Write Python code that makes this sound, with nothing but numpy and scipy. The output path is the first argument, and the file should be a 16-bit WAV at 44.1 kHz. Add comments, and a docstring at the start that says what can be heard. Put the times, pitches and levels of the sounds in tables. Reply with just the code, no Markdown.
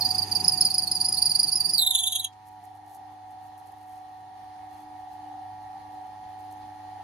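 """A lathe motor hums and whines in a workshop while a drill bit bores noisily into a turning blank.
From the start the bit rubs in its hole and squeaks on every turn, each squeak a short high grab and a slide.
As the bit is drawn out the squeaks drop in pitch, the rumble of the cut ends, and the squeaks stop.
After a soft scuff, a hand tugs the curled swarf away: bursts of tiny snaps rustle over the motor.
The motor is built from steady tones that flutter once it idles; coloured noise is its machinery."""
import sys
import numpy as np
from scipy import signal
from scipy.fft import rfft, irfft, next_fast_len
from scipy.io import wavfile
from scipy.ndimage import uniform_filter1d

SR = 44100
rng = np.random.default_rng(int(sys.argv[2]) if len(sys.argv) > 2 else 0)


def digitize_waveform(pressure):
    """Quantize a signal to 16-bit integers and store it at the path in sys.argv[1].

    Rows of a 2-D input are taken as channels; values are limited to [-1, 1].
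    """
    field = np.atleast_2d(pressure).T
    bounded = np.clip(field, -1, 1)
    quanta = np.round(bounded * 32767).astype(np.int16)
    wavfile.write(sys.argv[1], SR, quanta)


N = 310023
SIZE = next_fast_len(N)  # a length that makes the Fourier transforms quick


def gain_of(db):
    """Turn decibels into a plain multiplier."""
    return 10 ** (np.asarray(db) / 20)


def evened(x):
    """Scale a signal to an rms of 1."""
    return x / np.sqrt(np.mean(abs(x) ** 2) + 1e-20)


def read(points, hz):
    """Read a (frequency, value) table at any frequency, on a logarithmic pitch scale."""
    f, value = np.transpose(points)
    return np.interp(np.log(hz + 1), np.log(f + 1), value)


def curves(rows):
    """Join the rows of a table with straight lines in time, one curve for each column."""
    s, *columns = np.transpose(rows)
    t = np.arange(N) / SR
    return [np.interp(t, s, c) for c in columns]


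def slow(hz):
    """Random drift of rms 1 up to about hz."""
    t_steps = np.arange(N) / SR * 200  # 200 random steps a second
    steps = rng.standard_normal(int(N / SR * 200) + 2)
    width = max(int(100 / hz), 1)
    smooth = evened(uniform_filter1d(uniform_filter1d(steps, width), width))
    return np.interp(t_steps, np.arange(len(steps)), smooth)


def tone(turn, size, pan_db, lead):
    """A pure tone with a level and phase difference between left and right."""
    side_gain = gain_of([[pan_db / 2], [-pan_db / 2]])
    return size * side_gain * np.cos(turn + np.array([[lead / 2], [-lead / 2]]))


# levels of the machine sounds as heard, sinking during the squeaks and partly recovering after:
# (time [s], strongest motor tone level [dB], broad machine noise level [dB], deep hum level [dB])
MACHINE_LEVELS = [(0.0, -46.5, -59, -46), (0.42, -45, -57, -47.5), (0.7, -51, -63, -52),
                  (1.21, -50, -62, -51.5), (1.7, -53.5, -63.5, -56), (2.04, -52.5, -68.5, -57.5),
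                  (2.3, -56.5, -70, -60), (2.5, -51.5, -69, -61), (3.54, -49.5, -68, -61.5),
                  (4.2, -50, -68, -63.5), (4.5, -48.5, -66, -60.5), (5.1, -48, -66, -60),
                  (5.72, -46, -66, -60), (7.03, -47.5, -63.5, -58)]
# pitches of the tones tied to the mains supply: (frequency [Hz], ...)
MAINS_PITCHES = 200.1, 300.1, 400.1, 500.2, 600.3, 700.4, 800.3, 900.4, 1000.5
# mains tones, a row for each pitch: (level when cutting, relative to the strongest [dB],
# same when idle [dB], left minus right [dB], left lead [rad], waver [dB])
MAINS_TONES = [(-20, -28, 7, 0.5, 1), (-14.5, -13, 3.5, -0.3, 2.5), (-24.5, -27, 7, 2, 3.5),
               (-34, -29, -4.5, 4, 3), (-34.5, -27.5, -6.5, 4.5, -1.5), (-43.5, -56, -4.5, -5.5, -3),
               (-37, -35.5, 0.5, -0.5, 10), (-31, -30.5, -1.5, 1.6, 6), (-45, -23, -0.5, -1.5, 1.5)]
# pitches of the rotor slot tones without load: (frequency [Hz], ...)
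ROTOR_PITCHES = 622.5, 647, 747, 847.1, 862.5, 947.1, 1047.2, 1147.2, 1347.1, 1694.3, 1794.1, 1844.9, 1894.3
# rotor slot tones, a row for each pitch: (level when cutting, relative to the strongest [dB],
# same when idle [dB], left minus right [dB], left lead [rad], waver [dB])
ROTOR_TONES = [(-38, -22, 2.5, 2, 1.5), (-37, -27, 11.5, 4, 1.5), (3.5, 2.5, -2, 0.67, 1.8),
               (0.5, -1.5, -3.5, -0.36, 1.1), (-27, -21, -2.5, 1.3, 2), (-4.5, -12, -2, 1.1, 1.3),
               (-27.5, -30, -12, -2, 1.43), (-22.5, -20, -6.5, 3.5, 1.5), (-23.5, -26, 2, 4, 1.5),
               (-31.5, -28.5, 2, 0.9, 1.2), (-45, -39, -3, -6, 1.56), (-38.5, -27.5, 3.5, 0, 1.5),
               (-30.5, -26, -2.5, -1, 1.2)]
# brief blips: the strongest tone's pitch jumps through one extra or missing cycle
# and the level of the motor tones changes: (time [s], level change [dB], pitch up 1 or down -1)
BLIPS = [(0.268, -3, 1), (0.701, -4, 1), (1.131, -4, 1), (1.99, -3, 1), (2.141, -4, -1), (2.616, -9, -1),
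         (5.765, 1.5, 1)]
# the next rotor tone above the strongest swells and sinks by itself: (time [s], level change [dB])
COMPANION_SWELL = [(0, -3), (2.3, -6), (2.8, -2), (4.1, -5.5), (4.6, -4.5), (5.1, -1), (5.8, -2.5),
                   (7.03, 1.5)]
# shaft sidebands that make the idling whine flutter:
# (frequency [Hz], level relative to the first [dB], left minus right [dB], left lead [rad])
SHAFT_TONES = [(772.4, 0, 2, -.6), (722.5, -8, 5, .5), (822.4, -8, -1, -.4), (922.4, -14, 1, -.8),
               (774.1, -9, 2, -.6), (775.4, -8, 2, -.6), (872, -13, -2, -.6)]
# loudness of the first shaft sideband: (time [s], level [dB])
FLUTTER_LEVEL = [(2.62, -54), (2.88, -51), (3.07, -55), (4.06, -57), (4.35, -54), (4.87, -56), (5.14, -48),
                 (6.44, -57), (7.03, -50)]
HUM_HZ, LOAD_SAG_HZ, IDLE_S = 100.03, 2.8, 2.62
BLIP_S = .014  # time scale of a one-cycle pitch blip


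def motor():
    """Mains tones hold their pitch; rotor slot tones sag under load; idling adds shaft sidebands."""
    t = np.arange(N) / SR
    idle = np.clip((t - IDLE_S) / .03, 0, 1)
    free = np.clip((t - 1.75) / 0.25, 0, 1)  # the load falls away as the bit is drawn out
    blip_db = sum(db * np.exp(-((t - s) / 0.013) ** 2) for s, db, _ in BLIPS)
    blip_turn = sum(np.pi * way * (1 + np.tanh((t - s) / BLIP_S)) for s, _, way in BLIPS)
    whine_db, _, hum_db = curves(MACHINE_LEVELS)
    companion_db = curves(COMPANION_SWELL)[0]
    flutter_db = curves(FLUTTER_LEVEL)[0]
    out = tone(2 * np.pi * HUM_HZ * t, gain_of(hum_db + 1.2 * slow(4.0)), 0.74, 0.22)
    families = ((MAINS_PITCHES, MAINS_TONES, 0 * t),
                (ROTOR_PITCHES, ROTOR_TONES, LOAD_SAG_HZ * (1 - free)))
    for pitches, rows, sag_hz in families:
        start = rng.uniform(0, 2 * np.pi)  # one family keeps in step, so it throbs
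        for hz, (cut_db, idle_db, pan_db, lead, waver_db) in zip(pitches, rows):
            turn = 2 * np.pi * np.cumsum(hz - sag_hz) / SR + start
            level_db = whine_db + cut_db + (idle_db - cut_db) * idle + waver_db * slow(3.8)
            if hz == ROTOR_PITCHES[2]:  # the strongest
                turn = turn + blip_turn
            if hz == ROTOR_PITCHES[3]:
                level_db = level_db + companion_db
            out += tone(turn, gain_of(level_db), pan_db, lead)
    for hz, db, pan_db, lead in SHAFT_TONES:
        size = idle * gain_of(flutter_db + db + 0.19 * slow(1.1))
        out += tone(2 * np.pi * (hz * t + rng.random()), size, pan_db, lead)
    return np.sqrt(2) * out * gain_of(blip_db)  # the root of 2 makes the tone levels rms levels


def humps(modes, hz):
    """Resonances, each a bump in the colour of a noise."""
    return sum(db / (1 + ((hz - f) / width) ** 2) for f, width, db in modes)


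# how alike the noise is in both ears: (frequency [Hz], left-right likeness [0-1])
LIKENESS = [(60, 0.73), (180, 0.88), (550, 0.26), (1650, 0.42), (4970, 0.12), (15000, 0.56)]


def noise(colour_db, band, patchy_db):
    """Two-channel noise of the given colour with drifting patches, rms 1 inside the band."""
    frames, hz = N // 256 + 5, np.fft.rfftfreq(1024, 1 / SR)
    a, b, c, d, patches = rng.standard_normal((frames, 513, 5)).T
    patches = evened(uniform_filter1d(uniform_filter1d(patches, 10, 0), 8, 1))
    same = np.clip(read(LIKENESS, hz), -1, 1)[:, None]
    left = a + 1j * b
    right = same * left + np.sqrt(1 - same ** 2) * (c + 1j * d)
    z = np.array([left, right]) * gain_of(colour_db(hz)[:, None] + patchy_db * patches)
    power = (abs(z.mean(0)) ** 2).sum(1)
    share = power[(hz > band[0]) & (hz < band[1])].sum() / power.sum()
    out = signal.istft(z, nperseg=1024, noverlap=768)[1][:, :N]
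    return out / (np.std(out.mean(0)) * np.sqrt(share))


# colour of the machine noise: (frequency [Hz], relative level per Hz [dB])
MACHINE_COLOUR = [(20, -18.5), (40, -8), (65, 1), (130, 3.5), (250, 3.5), (450, 0), (650, -2), (1000, 5),
                  (1400, -2), (2050, -2), (2600, -7), (5000, -8.5), (8000, -20), (10000, -12),
                  (14000, -24.5), (16300, -33)]
# resonances of the casing: (frequency [Hz], width [Hz], boost [dB])
CASING_MODES = [(83, 5.9, 14.5), (798, 76, 15), (1838, 42, 11), (2178, 36, 3), (2980, 170, 3.5),
                (3430, 90, 4), (4250, 230, 6), (6400, 130, 7.5)]


def machine_noise():
    """Fan, belt and bearings: noise that rings in the casing."""
    roar = noise(lambda hz: read(MACHINE_COLOUR, hz) + humps(CASING_MODES, hz), (1200, 2300), 1.3)
    return gain_of(curves(MACHINE_LEVELS)[1] + .5 * slow(8.0)) * roar


# loudness of the cut between 130 and 450 Hz: (time [s], level [dB])
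CUTTING_LEVEL = [(0.0, -47.5), (0.37, -48), (0.46, -44), (0.56, -48.5), (0.64, -45.5), (0.72, -51),
                 (1.25, -51.5), (1.75, -53.5)]
# colour of the cut: (frequency [Hz], relative level per Hz [dB])
CUT_COLOUR = [(70, -31.5), (130, -18.5), (400, -8), (600, -26), (1200, -19.5), (2000, -32.5), (3500, -25),
              (5600, -29), (8000, -31.5), (11000, -15), (13000, -32.5), (16000, -51)]
# what the cut shakes into ringing: (frequency [Hz], width [Hz], boost [dB])
SHAKEN_MODES = [(169, 17, 17), (290, 40, 5.5), (2505, 240, 13.5), (6410, 540, 19)]


def cutting():
    """The edge tearing the material: a lumpy rumble and hiss that end when the bit leaves the cut."""
    engaged = np.clip((1.83 - np.arange(N) / SR) / 0.033, 0, 1)
    tear = noise(lambda hz: read(CUT_COLOUR, hz) + humps(SHAKEN_MODES, hz), (130, 450), 1.0)
    return engaged * gain_of(curves(CUTTING_LEVEL)[0] + 1.4 * slow(40.0)) * tear


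def jitter(grit, length):
    """Smooth two rows of random numbers into one complex unsteadiness of rms 1."""
    for _ in range(3):
        grit = uniform_filter1d(grit, length)
    return evened(grit[0] + 1j * grit[1])


# third and fourth harmonics, by the pitch at which they land:
# (frequency [Hz], level relative to the squeak [dB])
UPPER_HARMONICS = [(8500, -15), (10000, -0.5), (11500, -4), (13000, -12.5), (14000, -19.5), (15500, -23.5),
                   (17000, -35.5)]


def stick_slip(hz, size, unsteady, second):
    """A tone on the pitch curve hz, unsteady in size and phase; its jerky motion adds harmonics."""
    turn = 2 * np.pi * np.cumsum(hz) / SR + 1.05 * unsteady.imag
    upper = sum(gain_of(read(UPPER_HARMONICS, k * hz)) * np.cos(k * turn) for k in (3, 4))
    wave = np.cos(turn) + second * np.cos(2 * turn) + upper
    return size * np.exp(.7 * unsteady.real) * wave


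def lobe(u, centre, before, after):
    """A bell with its own width on each side."""
    return np.exp(-((u - centre) / np.where(u < centre, before, after)) ** 2)


# second harmonic by its pitch: (frequency [Hz], level relative to the squeak, before the lift [dB])
SECOND_HARMONIC = [(6500, -6.5), (7200, -13.5), (8000, -13.5), (8800, -9.5), (9400, -4), (10000, -0.5),
                   (10400, 4)]
GRAB_RISE_MS, GRAB_FADE_MS, GRAB_SAG_HZ_PER_MS = 3.4, 4.6, 10.5
SLIDE_RISE, SLIDE_FADE = 0.87, 0.97  # shares of the slide length
SLIDE_CURL = 0.456  # the glide bends upward [Hz per ms squared]
GLIDE_MS = 9.6  # a slide levels off this far from its centre


def squeak(rough, lift_db, grit, grab_hz, grab_db, after_ms, slide_hz, slide_db, glide, length_ms):
    """The bit grabs on a high note that sags, then hops to a note, mostly lower, that slides."""
    u = (np.arange(3000) - 1000) / SR * 1000  # ms from the grab
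    v = GLIDE_MS * np.tanh((u - after_ms) / GLIDE_MS)
    grab_curve = grab_hz - GRAB_SAG_HZ_PER_MS * u
    grab_size = gain_of(grab_db) * lobe(u, 0, GRAB_RISE_MS, GRAB_FADE_MS)
    slide_curve = slide_hz + glide * v + SLIDE_CURL * v ** 2
    slide_bell = lobe(u, after_ms, SLIDE_RISE * length_ms, SLIDE_FADE * length_ms)
    slide_size = gain_of(slide_db) * slide_bell
    out = 0
    for hz, size, g in ((grab_curve, grab_size, grit[:2]), (slide_curve, slide_size, grit[2:])):
        second = gain_of(lift_db + read(SECOND_HARMONIC, 2 * hz))
        out = out + stick_slip(hz, size, rough * jitter(g, 42), second)
    return out


def bench(x):
    """Echoes from the bed, chuck and walls: sparse taps of random sign, others for each ear."""
    at = np.arange(40, 6000, 20) + rng.integers(0, 20, (2, 298))
    taps = np.zeros((2, 6020))
    np.put_along_axis(taps, at, rng.choice([-1., 1.], at.shape), 1)
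    taps *= gain_of(-60 * np.arange(6020) / SR / .085)  # falls 60 dB in 85 ms
    return signal.fftconvolve(x[None], taps / np.linalg.norm(taps[0]), axes=1)[:, :N]


# the rubbing, with levels before the echo is added: (time [s], steady rub pitch [Hz],
# steady rub level [dB], squeak roughness [0-1], squeak second harmonic lift [dB])
RUB_CURVES = [(0, 4780, -46, 0.48, -9), (.6, 4757, -42, 0.26, -0.5), (1.0, 4755, -43, 0.42, 2),
              (1.74, 4834, -39, 0.31, 1.5), (1.79, 4250, -24, 0.33, -0.5), (1.83, 3800, -33.5, 0.1, 1),
              (1.95, 3598, -31.5, 0.42, 1.5), (2.24, 3450, -43.5, 0.42, 1), (2.28, 3340, -55, .3, -6.5)]
# one squeak per turn of the blank, a short high grab and a longer slide, levels before the echo:
# (grab time [s], grab pitch [Hz], grab level [dB], slide centre after the grab [ms],
# slide pitch [Hz], slide level [dB], slide glide [Hz per ms], slide length [ms])
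TURN_SQUEAKS = [(0.012, 4860, -19, 9, 4350, -21.5, 7.5, 8.8), (0.052, 4856, -16.5, 7, 4690, -21, -15, 12.3),
                (0.091, 4940, -25.5, 20.5, 4740, -19.5, 24.5, 7.7),
                (0.145, 4930, -39, 8.5, 4760, -21, 4.5, 7.6),
                (0.184, 4960, -22, 6.5, 4685, -21, -10.5, 9.1),
                (0.222, 4770, -26, 8, 4640, -25.5, -14.5, 10.6),
                (0.273, 4940, -36, 9.5, 4720, -36, 17.5, 7.9),
                (0.317, 4960, -23.5, 6.5, 4680, -22, 0.5, 5.9),
                (0.354, 5100, -22, 9.5, 4695, -21, 5.5, 11.5),
                (0.403, 4970, -27.5, 5.5, 4650, -26, 15.5, 8.3),
                (0.446, 5080, -19.5, 6.5, 4640, -26, 34.5, 6.5),
                (0.483, 5055, -11.5, 6, 4710, -24, -18, 11), (0.522, 4950, -20, 12.5, 4734, -23.5, -5, 15),
                (0.576, 5000, -28, 5.5, 4660, -25.5, -8.5, 8.3),
                (0.612, 5075, -13, 9.5, 4550, -16.5, 10, 3.8),
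                (0.654, 4970, -14.5, 11.5, 4680, -24, -13.5, 21),
                (0.704, 4980, -28.5, 8, 4600, -23.5, 37, 9.2),
                (0.745, 5020, -19.5, 7, 4610, -23.5, -18, 4.4),
                (0.784, 4960, -16.5, 9, 4635, -23, -15, 8.5), (0.824, 4850, -23, 14, 4630, -24, -13.5, 8.5),
                (0.876, 5000, -33.5, 1.5, 4430, -24.5, 14.5, 7.7),
                (0.918, 5006, -20.5, 2, 4510, -25, 32.5, 7.4),
                (0.955, 4940, -22.5, 8, 4750, -28, -16.5, 15.6),
                (1.004, 4960, -30, 10.5, 4735, -21.5, 31, 10),
                (1.049, 5040, -25.5, 6, 4745, -23.5, 33.5, 12), (1.089, 4940, -19, 8, 4864, -29, -1.5, 8.2),
                (1.127, 4875, -20, 19.5, 4770, -24.5, 39, 8),
                (1.173, 4970, -33.5, 10, 4566, -22.5, 34, 13.9),
                (1.222, 5050, -28.5, 3.5, 4704, -17.5, 24.5, 7.6),
                (1.259, 4970, -18.5, 6, 4710, -21, -13.5, 13.4),
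                (1.298, 4960, -23, 18, 4650, -21.5, 18.5, 11.6),
                (1.352, 4930, -38, 4.5, 4683, -18, 35.5, 8.8), (1.395, 4950, -20, 5.5, 4730, -16, 26, 7.1),
                (1.433, 4890, -19, 8, 4670, -23, -10, 11), (1.473, 4880, -29.5, 14.5, 4610, -21.5, 21, 9.7),
                (1.522, 5180, -25.5, 9.5, 4720, -21, 23, 10),
                (1.559, 5125, -19.5, 14, 4840, -24.5, 7.5, 10),
                (1.606, 4750, -16.5, 5, 4750, -24.5, -17.5, 8.1),
                (1.649, 4800, -38, 9, 4684, -22.5, 8.5, 15), (1.697, 5180, -29.5, 4.5, 4735, -24, 9.5, 13),
                (1.739, 4930, -19.5, 6.5, 4726, -22.5, -16.5, 14.7),
                (1.783, 4525, -18.5, 6, 4154, -19.5, -15, 10),
                (1.825, 3880, -20, -1.5, 3668, -20.5, -6.5, 16),
                (1.867, 3917, -19, 8, 3636, -18, -4.5, 5.9), (1.91, 3735, -17.5, 2, 3525, -29, -1, 11),
                (1.951, 3700, -24, 4.5, 3490, -16, 1, 6.7), (1.987, 3960, -26.5, 11.5, 3370, -24.5, -2, 14),
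                (2.036, 3810, -46, 2.5, 3387, -22, -10, 6.95), (2.074, 3830, -24, -0.5, 3486, -24, -16, 14),
                (2.124, 3814, -25.5, 3, 3320, -27, 1, 7.9), (2.16, 3780, -22.5, 0, 3290, -24, 2.5, 11.3),
                (2.199, 3900, -26.5, 0.5, 3660, -30, 0, 11), (2.248, 3880, -31, 0, 3270, -22.5, -1, 5.7)]
# the squeal at the two microphone ports: (frequency [Hz], left minus right [dB], left lead [rad])
PORT_DIFFERENCES = [(3740, -5, -1.4), (4890, -6.5, -0.72), (5570, -4, -0.5), (8100, -6, -2.5),
                    (8800, -2.5, -1.3), (9500, -.8, -1.94), (10600, 0.5, 1), (12000, -0.5, 0)]


def squeal():
    """A squeak on every turn over a faint steady rub, heard directly and off the bench."""
    centre_hz, rub_db, rough, lift_db = curves(RUB_CURVES)
    # the real part of the jitter has an rms near 0.7, so the pitch strays by about 180 Hz rms
    wander = centre_hz + 260 * jitter(rng.standard_normal((2, N)), 150).real
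    rub = gain_of(rub_db) * (np.arange(N) < RUB_CURVES[-1][0] * SR)
    dry = stick_slip(wander, rub, 0.55 * jitter(rng.standard_normal((2, N)), 60), 0.5)
    grit = rng.standard_normal((len(TURN_SQUEAKS), 4, 3000))
    for (s, *shape), g in zip(TURN_SQUEAKS, grit):
        where = round(s * SR) + np.arange(-1000, 2000)
        inside = np.maximum(where, 0)
        one = squeak(rough[inside], lift_db[inside], g, *shape)
        dry[where[where >= 0]] += one[where >= 0]
    hz = np.fft.rfftfreq(SIZE, 1 / SR)
    f, pan_db, lead = np.transpose(PORT_DIFFERENCES)
    half = gain_of(np.interp(hz, f, pan_db) / 2) * np.exp(.5j * np.interp(hz, f, lead))
    # the echo is made weaker towards high frequencies
    echo_colour = gain_of(-16.0 * np.clip((hz - 5500) / 7000, 0, 1))
    echo = echo_colour * rfft(bench(dry), SIZE)
    both = rfft(dry, SIZE) + gain_of(-2.0) * echo
    return irfft(np.array([half, 1 / half]) * both, SIZE)[:, :N]


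# a single scuff: (time [s], level [dB], middle frequency [Hz], bell width [ms])
SCUFF = (2.333, -63, 3500, 10)


def scuff():
    """A soft, broad scuff: a short bell of noise two octaves wide."""
    s, db, hz, ms = SCUFF
    band = signal.butter(2, [.5 * hz, 2 * hz], "band", fs=SR, output="sos")
    hiss = evened(signal.sosfilt(band, rng.standard_normal((2, N))))
    return gain_of(db) * hiss * np.exp(-((np.arange(N) / SR - s) * 1000 / ms) ** 2)


# colour of the rustle: (frequency [Hz], relative level per Hz [dB])
SWARF_COLOUR = [(2500, -30), (4000, -23), (6000, -2), (8000, -4.5), (10000, 1), (12500, 1.5), (15000, -16),
                (16500, -15)]
# tugs of the hand, with levels before the direct sound and echo are mixed:
# (peak time [s], peak level [dB], build-up [ms], fade [ms])
HAND_TUGS = [(2.481, -65, 22, 17), (2.527, -64, 5, 6), (2.655, -70, 29, 28), (2.76, -65, 8, 15),
             (2.89, -67.5, 29, 18), (2.966, -59.5, 60, 13), (3.13, -72, 20, 12), (3.312, -70, 4.8, 11),
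             (3.47, -71, 20, 16), (3.582, -62, 5, 20), (3.673, -65, 11, 13.4), (3.72, -74.5, 8, 10),
             (3.8, -77, 200, 290), (3.83, -75, 6, 10), (3.93, -74, 30, 15), (4.73, -69, 32, 37),
             (4.82, -66.5, 40, 20), (5.13, -78, 27, 30), (6.069, -71, 6.2, 8.6), (6.3, -71, 14, 32),
             (6.4, -73, 9, 20), (6.52, -59.5, 12, 17), (6.67, -76, 8.3, 15)]
HANDLING_DB, HANDLING_S = -85, 2.42  # the ribbon stirs faintly between tugs: level before the mix, start


def swarf():
    """Tiny snaps of the curled ribbon, thick enough to blur into a rustle."""
    snap_size = gain_of(4.3 * np.minimum(rng.exponential(1, N), 4))
    snap_here = rng.random(N) < 1400 / SR  # about 1400 snaps a second
    snaps = snap_size * snap_here * rng.choice([-1., 1.], N)
    hz = np.fft.rfftfreq(SIZE, 1 / SR)
    coloured = rfft(snaps, SIZE) * gain_of(read(SWARF_COLOUR, hz))
    dry = irfft(coloured, SIZE)[:N]
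    dry /= np.std(irfft(coloured * (hz > 7000) * (hz < 15000), SIZE))  # rms 1 in this band
    ms = np.arange(N) / SR * 1000
    stir = gain_of(HANDLING_DB + 5.3 * slow(8.0)) * (ms > 1000 * HANDLING_S)
    tugs = sum(gain_of(db) * lobe(ms, 1000 * s, rise, fade) for s, db, rise, fade in HAND_TUGS)
    dry *= stir + tugs
    return .8 * dry + .3 * bench(dry)


def scene():
    """All the sounds of the workshop together."""
    return motor() + machine_noise() + cutting() + squeal() + scuff() + swarf()


def record(dry):
    """The microphone drops the deepest bass; then a steep filter cuts the top above 16150 Hz."""
    dry = signal.sosfilt(signal.butter(2, 45, "high", fs=SR, output="sos"), dry)
    low_pass = signal.firwin(511, 16150, window=("kaiser", 9), fs=SR)
    return signal.oaconvolve(dry, low_pass[None], "same")


dry = scene()
out = record(dry)
digitize_waveform(out)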